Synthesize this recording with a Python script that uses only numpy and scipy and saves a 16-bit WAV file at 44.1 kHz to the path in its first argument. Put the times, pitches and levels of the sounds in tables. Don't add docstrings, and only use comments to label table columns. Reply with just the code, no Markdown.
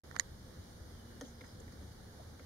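import sys
import numpy as np
from scipy import signal
from scipy.io import wavfile
from scipy.ndimage import uniform_filter1d

SR = 44100
rng = np.random.default_rng(int(sys.argv[2]) if len(sys.argv) > 2 else 0)


def output_pcm(signal):
    pcm = np.clip(np.atleast_2d(signal).T, -1, 1) * 32767
    wavfile.write(sys.argv[1], SR, np.round(pcm).astype(np.int16))


def convert_level_to_amplitude(level_db):
    exponent = np.asarray(level_db, float) / 20
    return 10 ** exponent


N = 108045


def evened(x):
    return x / np.sqrt(np.mean(x ** 2) + 1e-30)


def read(points, hz):
    f, value = np.transpose(points)
    return np.interp(np.log(hz + 1), np.log(f + 1), value)


def add(mix, s, sound):
    part = mix[..., round(s * SR):][..., :sound.shape[-1]]
    part += sound[..., :part.shape[-1]]


def resonate(x, hz, width):
    turn = np.exp(2j * np.pi * np.cumsum(hz * np.ones(x.shape[-1])) / SR)
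    r = np.exp(-np.pi * width / SR)
    return 2 * (turn * signal.lfilter([1 - r], [1, -r], x / turn + 1e-18)).real


def resonate_twice(x, hz, width):
    return resonate(resonate(x, hz, width), hz, width)


def ring(hz, t60, contact_ms):
    t, rise = np.arange(3500) / SR, contact_ms / 1000
    swell = np.sin(np.pi / 2 * np.minimum(t / rise, 1)) ** 2
    decay = convert_level_to_amplitude(-60 * np.maximum(t - rise, 0) / t60)
    return swell * decay * np.sin(2 * np.pi * hz * t)


def trunk():
    # (time [s], crack level [dB], knock level [dB], thud level [dB], contact [ms])
    pecks = [(1.2106, -33.5, -42.5, -42.5, 1.9), (1.208, -57, -54, -54, 2.0),
             (1.2174, -54, -54, -52.5, 1.4), (1.4089, -56, -55, -55, 2.3), (1.413, -55, -48, -71, 3.3),
             (1.446, -55, -54, -71, 0.87), (1.44, -68, -49, -79, 13), (1.722, -52, -54.5, -58, 6),
             (1.805, -72, -71, -56, 4.0), (1.826, -58, -64, -82, 3.9), (2.205, -66, -69, -60, 4.0),
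             (2.3951, -53, -45, -54, 1.6)]
    # (frequency [Hz], t60 [s], level [dB])
    crack_modes = [(3480, 0.0046, 0), (4240, 0.0011, -0.5), (5530, 0.0021, 3), (6250, .004, 7.5),
                   (7200, 0.002, -4), (8550, 0.0023, -8), (9770, 0.0035, -6), (11900, 0.003, -22)]
    # (frequency [Hz], t60 [s], level [dB])
    knock_modes = [(1160, 0.0067, -9), (1430, 0.0043, -4), (1840, 0.01, 1), (2140, 0.012, -3)]
    # (frequency [Hz], t60 [s], level [dB], swell [ms])
    thud_modes = [(128, 0.044, -16, 22), (264.7, 0.065, 0, 17), (512.7, 0.058, -1, 9.9),
                  (583, 0.046, -1.5, 3.2), (725, 0.032, -8.5, 1.8)]
    knock_sides = convert_level_to_amplitude(np.array([[-2.5], [0]]))

    def rung(grit, modes):
        sound = sum(convert_level_to_amplitude(db) * resonate_twice(grit, hz, 3.2 / t60) for hz, t60, db in modes)
        return sound / abs(sound).max()

    out, t = np.zeros((2, N)), np.arange(3500) / SR
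    noises = rng.standard_normal((len(pecks), 2, 3500))
    for (s, crack_db, knock_db, thud_db, ms), noise in zip(pecks, noises):
        grit = noise[:1] + 0.46 * noise
        grit = grit * np.minimum(t / 0.00033, 1) * np.exp(-t * 1000 / ms)
        crack = convert_level_to_amplitude(crack_db) * rung(grit, crack_modes)
        knock = convert_level_to_amplitude(knock_db) * rung(grit, knock_modes) * knock_sides
        thud = sum(convert_level_to_amplitude(db) * ring(hz, t60, swell_ms) for hz, t60, db, swell_ms in thud_modes)
        add(out, s, crack + knock + convert_level_to_amplitude(thud_db) * thud)
    return out


def forest(x):
    t = np.arange(SR // 8) / SR
    taps = rng.standard_normal((2, len(t))) * (rng.random((2, len(t))) < .05)
    taps = taps * convert_level_to_amplitude(-60 * t / 0.13) * (t > .004)
    return signal.fftconvolve(x, taps / np.linalg.norm(taps[0]), axes=1)[:, :N]


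def housing():
    # (time [s], shell level [dB], shell frequency [Hz], tick level [dB], contact [ms])
    snaps = [(0.1107, -39.5, 1830, -73, 1.2), (0.1123, -38.5, 1370, -47.5, 0.59),
             (.1245, -50, 1840, -73, 1.5), (.1445, -41, 1000, -70, 0.73), (0.1474, -42, 1150, -63, 0.91),
             (0.155, -33, 1510, -51, 0.2), (0.1597, -38, 1266, -62, 1.47), (0.162, -36, 1326, -70, 1.8),
             (0.1639, -18, 1515, -33, 0.28), (0.1664, -36, 1880, -68, 0.93), (.171, -46, 1900, -67, 1.6),
             (0.1865, -43, 1550, -58, 1.3), (.1962, -16, 1890, -13, 1.04), (0.207, -38, 1980, -64, 1.2)]
    # (frequency [Hz], t60 [s], left level [dB], right level [dB])
    tick_modes = [(535, 0.015, -35, -37), (990, 0.0095, -38, -20), (3110, .005, -26, -17),
                  (3980, 0.0064, -13, -11.5), (4570, 0.0043, -18.5, -21), (5410, 0.0061, -13.5, -17.5),
                  (6390, 0.0029, -19, -7), (6830, 0.0039, -23, 1), (8400, 0.0047, -18, -10.5),
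                  (9600, .003, -28, -33), (11600, .0025, -25, -33), (13400, .002, -42, -37)]
    # (time [s], frequency [Hz], right level [dB], left level [dB], contact [ms])
    pings = [(.1545, 8500, -58, -64, .6), (.1545, 5900, -56, -56, .7), (0.1603, 6100, -44, -61, 1.1),
             (.1645, 8600, -50, -66, .5), (.1647, 4800, -52, -48, 0.48), (0.1652, 6500, -48, -50, .6),
             (0.187, 7000, -37, -46, 1.2), (0.1866, 8500, -49, -56, .7), (0.1897, 4400, -58, -48, 1.5),
             (.2035, 6200, -50, -54, 1.5), (0.206, 7200, -43, -52, 1.2), (0.2064, 5100, -45, -52, 1),
             (.207, 8600, -46, -52, .9), (0.198, 1152, -51.5, -60, 9), (.1968, 10540, -41, -45, 0.42),
             (0.197, 12900, -46, -47, 0.33)]
    shell_t60, ping_t60 = 0.012, 0.0064
    slap_db, slap_t60 = -14.5, 0.0042
    rattle_db, rattle_t60 = -28, 0.057
    # (channel, delay [s], shell level [dB], slap and rattle level [dB])
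    sides = ((0, .0006, -36, -14), (1, .0004, 0, 0))

    out, t = np.zeros((2, N)), np.arange(3500) / SR
    noises = rng.standard_normal((len(snaps), 2, 3500))
    for (s, shell_db, shell_hz, tick_db, ms), noise in zip(snaps, noises):
        shell = convert_level_to_amplitude(shell_db) * ring(shell_hz, shell_t60 * ms, ms)
        slap = evened(resonate_twice(noise, 2100, 4500)) * np.minimum(t / 0.00016, 1)
        slap = slap * convert_level_to_amplitude(shell_db + slap_db - 60 * t / slap_t60)
        rattle = evened(resonate(resonate(noise, 4900, 5500), 4600, 5500))
        rattle = rattle * np.minimum(t * 1000 / ms, 1) ** 2
        rattle = rattle * convert_level_to_amplitude(tick_db + rattle_db - 60 * t / rattle_t60)
        late_slap = np.roll(slap[1], round(ms * 30))
        for side, late, side_db, loose_db in sides:
            tick = 0
            for k, mode in enumerate(tick_modes):
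                hz, t60 = mode[:2]
                swell_ms = ms * min(1, (6500 / hz) ** 1.3)
                tick = tick + convert_level_to_amplitude(mode[2 + side]) * (-1) ** k * ring(hz, t60 * ms, swell_ms)
            loose = convert_level_to_amplitude(loose_db) * (rattle[side] + late_slap)
            add(out[side], s + late, convert_level_to_amplitude(side_db) * shell + convert_level_to_amplitude(tick_db) * tick + loose)
    for s, hz, right_db, left_db, ms in pings:
        add(out, s, convert_level_to_amplitude(np.array([[left_db], [right_db]])) * ring(hz, ping_t60 * ms, ms))
    return out


def scuffs():
    # (start [s], length [s], level [dB], centre [Hz])
    falls = [(1.245, 0.097, -61.5, 6300), (1.249, 0.026, -62, 3100), (1.1, 0.066, -67, 1660),
             (1.2165, .004, -50, 3950), (1.219, 0.011, -59, 950), (2.195, 0.027, -55.5, 636),
             (1.6, 0.029, -54, 430), (1.46, .04, -65, 7000), (1.72, 0.035, -64, 4400),
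             (1.209, 0.02, -54.5, 1300), (1.4085, .013, -50, 2140), (1.409, 0.0081, -59, 3700),
             (1.437, 0.015, -56.5, 1600), (1.4455, .0035, -57, 7000), (1.2, .004, -59, 7900),
             (1.6, .01, -56, 7100), (2.394, 0.0099, -54.5, 2170), (1.678, 0.0092, -61, 2000)]
    out, t = np.zeros((2, N)), np.arange(4000) / SR
    for (s, length, db, hz), draw in zip(falls, rng.random((len(falls), 2, 2, 4000))):
        grains = (draw[0] - .5) * (draw[1] < .15)
        swell = np.sin(np.pi * np.clip(t / length, 0, 1) ** 0.42)
        add(out, s, convert_level_to_amplitude(db) * evened(resonate_twice(grains, hz, 0.3 * hz)) * swell)
    return out


def birds():
    # (start [s], length [s], from [Hz], to [Hz], level [dB])
    whistles = [
        (.48, .22, 3990, 3880, -79),
        (.92, .085, 3340, 3110, -71),
        (.99, .06, 3090, 2990, -70.5),
        (1.05, .16, 3020, 2890, -73.5),
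        (1.32, .11, 5210, 5030, -70.5),
        (1.405, .17, 4995, 4985, -68.5),
        (1.635, .07, 4985, 4980, -75.5),
    ]
    out, t = np.zeros((2, N)), np.arange(16000) / SR
    noises = rng.standard_normal((len(whistles), 2, 2, 16000))
    for (s, length, from_hz, to_hz, db), noise in zip(whistles, noises):
        u = np.clip(t / length, 0, 1)
        hz = to_hz + (from_hz - to_hz) * (1 - u) ** 2.24
        flutter = 1 + 0.22 * evened(uniform_filter1d(noise[0] + 1j * noise[1], size=700, axis=1))
        whistle = (flutter * np.exp(2j * np.pi * np.cumsum(hz) / SR)).real
        add(out, s, convert_level_to_amplitude(db) * np.sin(np.pi * u ** .7) ** 0.4 * whistle)
    return out


def drones():
    # (frequency [Hz], width [Hz], level [dB])
    engines = [(78.1, 19, -61), (189.2, 3.3, -72.5), (231.3, 5.5, -66), (506.4, 8.8, -76)]
    # (time [s], level [dB])
    passing = [(0, -8.5), (.9, -1.5), (1.1, 5), (1.6, 3.5), (1.85, -3.5), (2.45, -6.5)]
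    # (time [s], level [dB])
    bumps = [(0.299, -46), (0.576, -44.5), (1.036, -45.5), (1.781, -42.5), (2.264, -50)]
    # (frequency [Hz], level [dB])
    whine_tones = [(9362, -104), (10535, -94), (11703, -99), (12871, -116), (14045, -104)]

    t, noises = np.arange(N) / SR, rng.standard_normal((len(engines), N))
    far = [convert_level_to_amplitude(db) * evened(resonate_twice(noise, hz, width))
           for noise, (hz, width, db) in zip(noises, engines)]
    core = np.sin(2 * np.pi * 232 * t + 1.56 * np.sin(2 * np.pi * 1.7 * t))
    far[2] = 0.5 * far[2] + convert_level_to_amplitude(-66.5) * np.sqrt(2) * core
    swell = convert_level_to_amplitude(np.interp(t, *np.transpose(passing))) - 1
    for s, db in bumps:
        add(far[0], s, convert_level_to_amplitude(db) * ring(81.6, .09, 21))
    whine = sum(convert_level_to_amplitude(db) * np.sqrt(2) * np.sin(2 * np.pi * hz * t) for hz, db in whine_tones)
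    return sum(far) + swell * far[2] + whine


def air():
    # (frequency [Hz], density [dB per Hz])
    hum_points = [(12, -68), (20, -24), (81, 1.5), (123, -10), (232, -9.5), (260, -14), (515, -15.5),
                  (576, -20.5), (900, -24), (1170, -54), (1980, -120)]
    # (frequency [Hz], density [dB per Hz])
    hiss_points = [(600, -13.5), (1000, -1), (1700, 1), (2300, -4.5), (4000, -3.5), (7000, -6),
                   (10500, -11), (16000, -18)]
    # (frequency [Hz], left minus right [dB])
    tilt = [(300, 0.5), (500, -3), (1000, -1), (1700, -5.5), (2500, 0.5), (6000, -2.5), (9500, 2),
            (12000, 0.5)]
    # (frequency [Hz], left-right correlation [-1 to 1])
    likeness = [(60, 1), (130, 0.92), (260, 0.8), (380, 0.3), (790, 0.39), (1140, 0.047), (3440, -0.15),
                (5000, -0.028)]
    hum_db, hiss_db, edge_hz = -54, -61.5, 15780

    frames, hz = N // 256 + 5, np.fft.rfftfreq(1024, 1 / SR)
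    a, b, c, d, patches = rng.standard_normal((frames, 513, 5)).T
    patches = uniform_filter1d(patches, size=12, axis=0)
    patches = evened(uniform_filter1d(patches, size=14, axis=1))
    gusts = evened(uniform_filter1d(rng.standard_normal(frames), size=20))
    same = np.clip(read(likeness, hz), -1, 1)[:, None]
    left = a + 1j * b
    right = same * left + np.sqrt(1 - same ** 2) * (c + 1j * d)
    z = np.array([left, right]) * convert_level_to_amplitude(0.77 * patches + 0.4 * gusts)
    hum = convert_level_to_amplitude(2 * read(hum_points + [(1400, -64)], hz))
    hiss = convert_level_to_amplitude(2 * read([(300, -38)] + hiss_points, hz))
    power = hum / hum.sum() * convert_level_to_amplitude(2 * hum_db) + hiss / hiss.sum() * convert_level_to_amplitude(2 * hiss_db)
    both = np.sqrt(power) * (hz < edge_hz)
    shape = both * convert_level_to_amplitude(np.outer([.5, -.5], read(tilt, hz)))
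    out = signal.istft(z * shape[:, :, None], nperseg=1024, noverlap=768)[1][:, :N]
    return evened(out) * np.linalg.norm(both)


def scene():
    wood = trunk()
    return housing() + wood + forest(convert_level_to_amplitude(-8.0) * wood) + scuffs() + birds() + air() + drones()


def band_limit(x):
    return signal.sosfilt(signal.butter(12, 15790, fs=SR, output="sos"), x)


def record(dry):
    # (frequency [Hz], width [Hz])
    notches = [(2600, 850), (7720, 1430)]
    open_s, open_rise_s = 0.035, 0.00214
    x = dry
    for hz, width in notches:
        x = signal.lfilter(*signal.iirnotch(hz, hz / width, SR), x)
    x = x * np.clip((np.arange(N) / SR - open_s) / open_rise_s, .004, 1)
    x = signal.sosfilt(signal.butter(8, 16200, fs=SR, output="sos"), x)
    return band_limit(x)


dry = scene()
out = record(dry)
output_pcm(out)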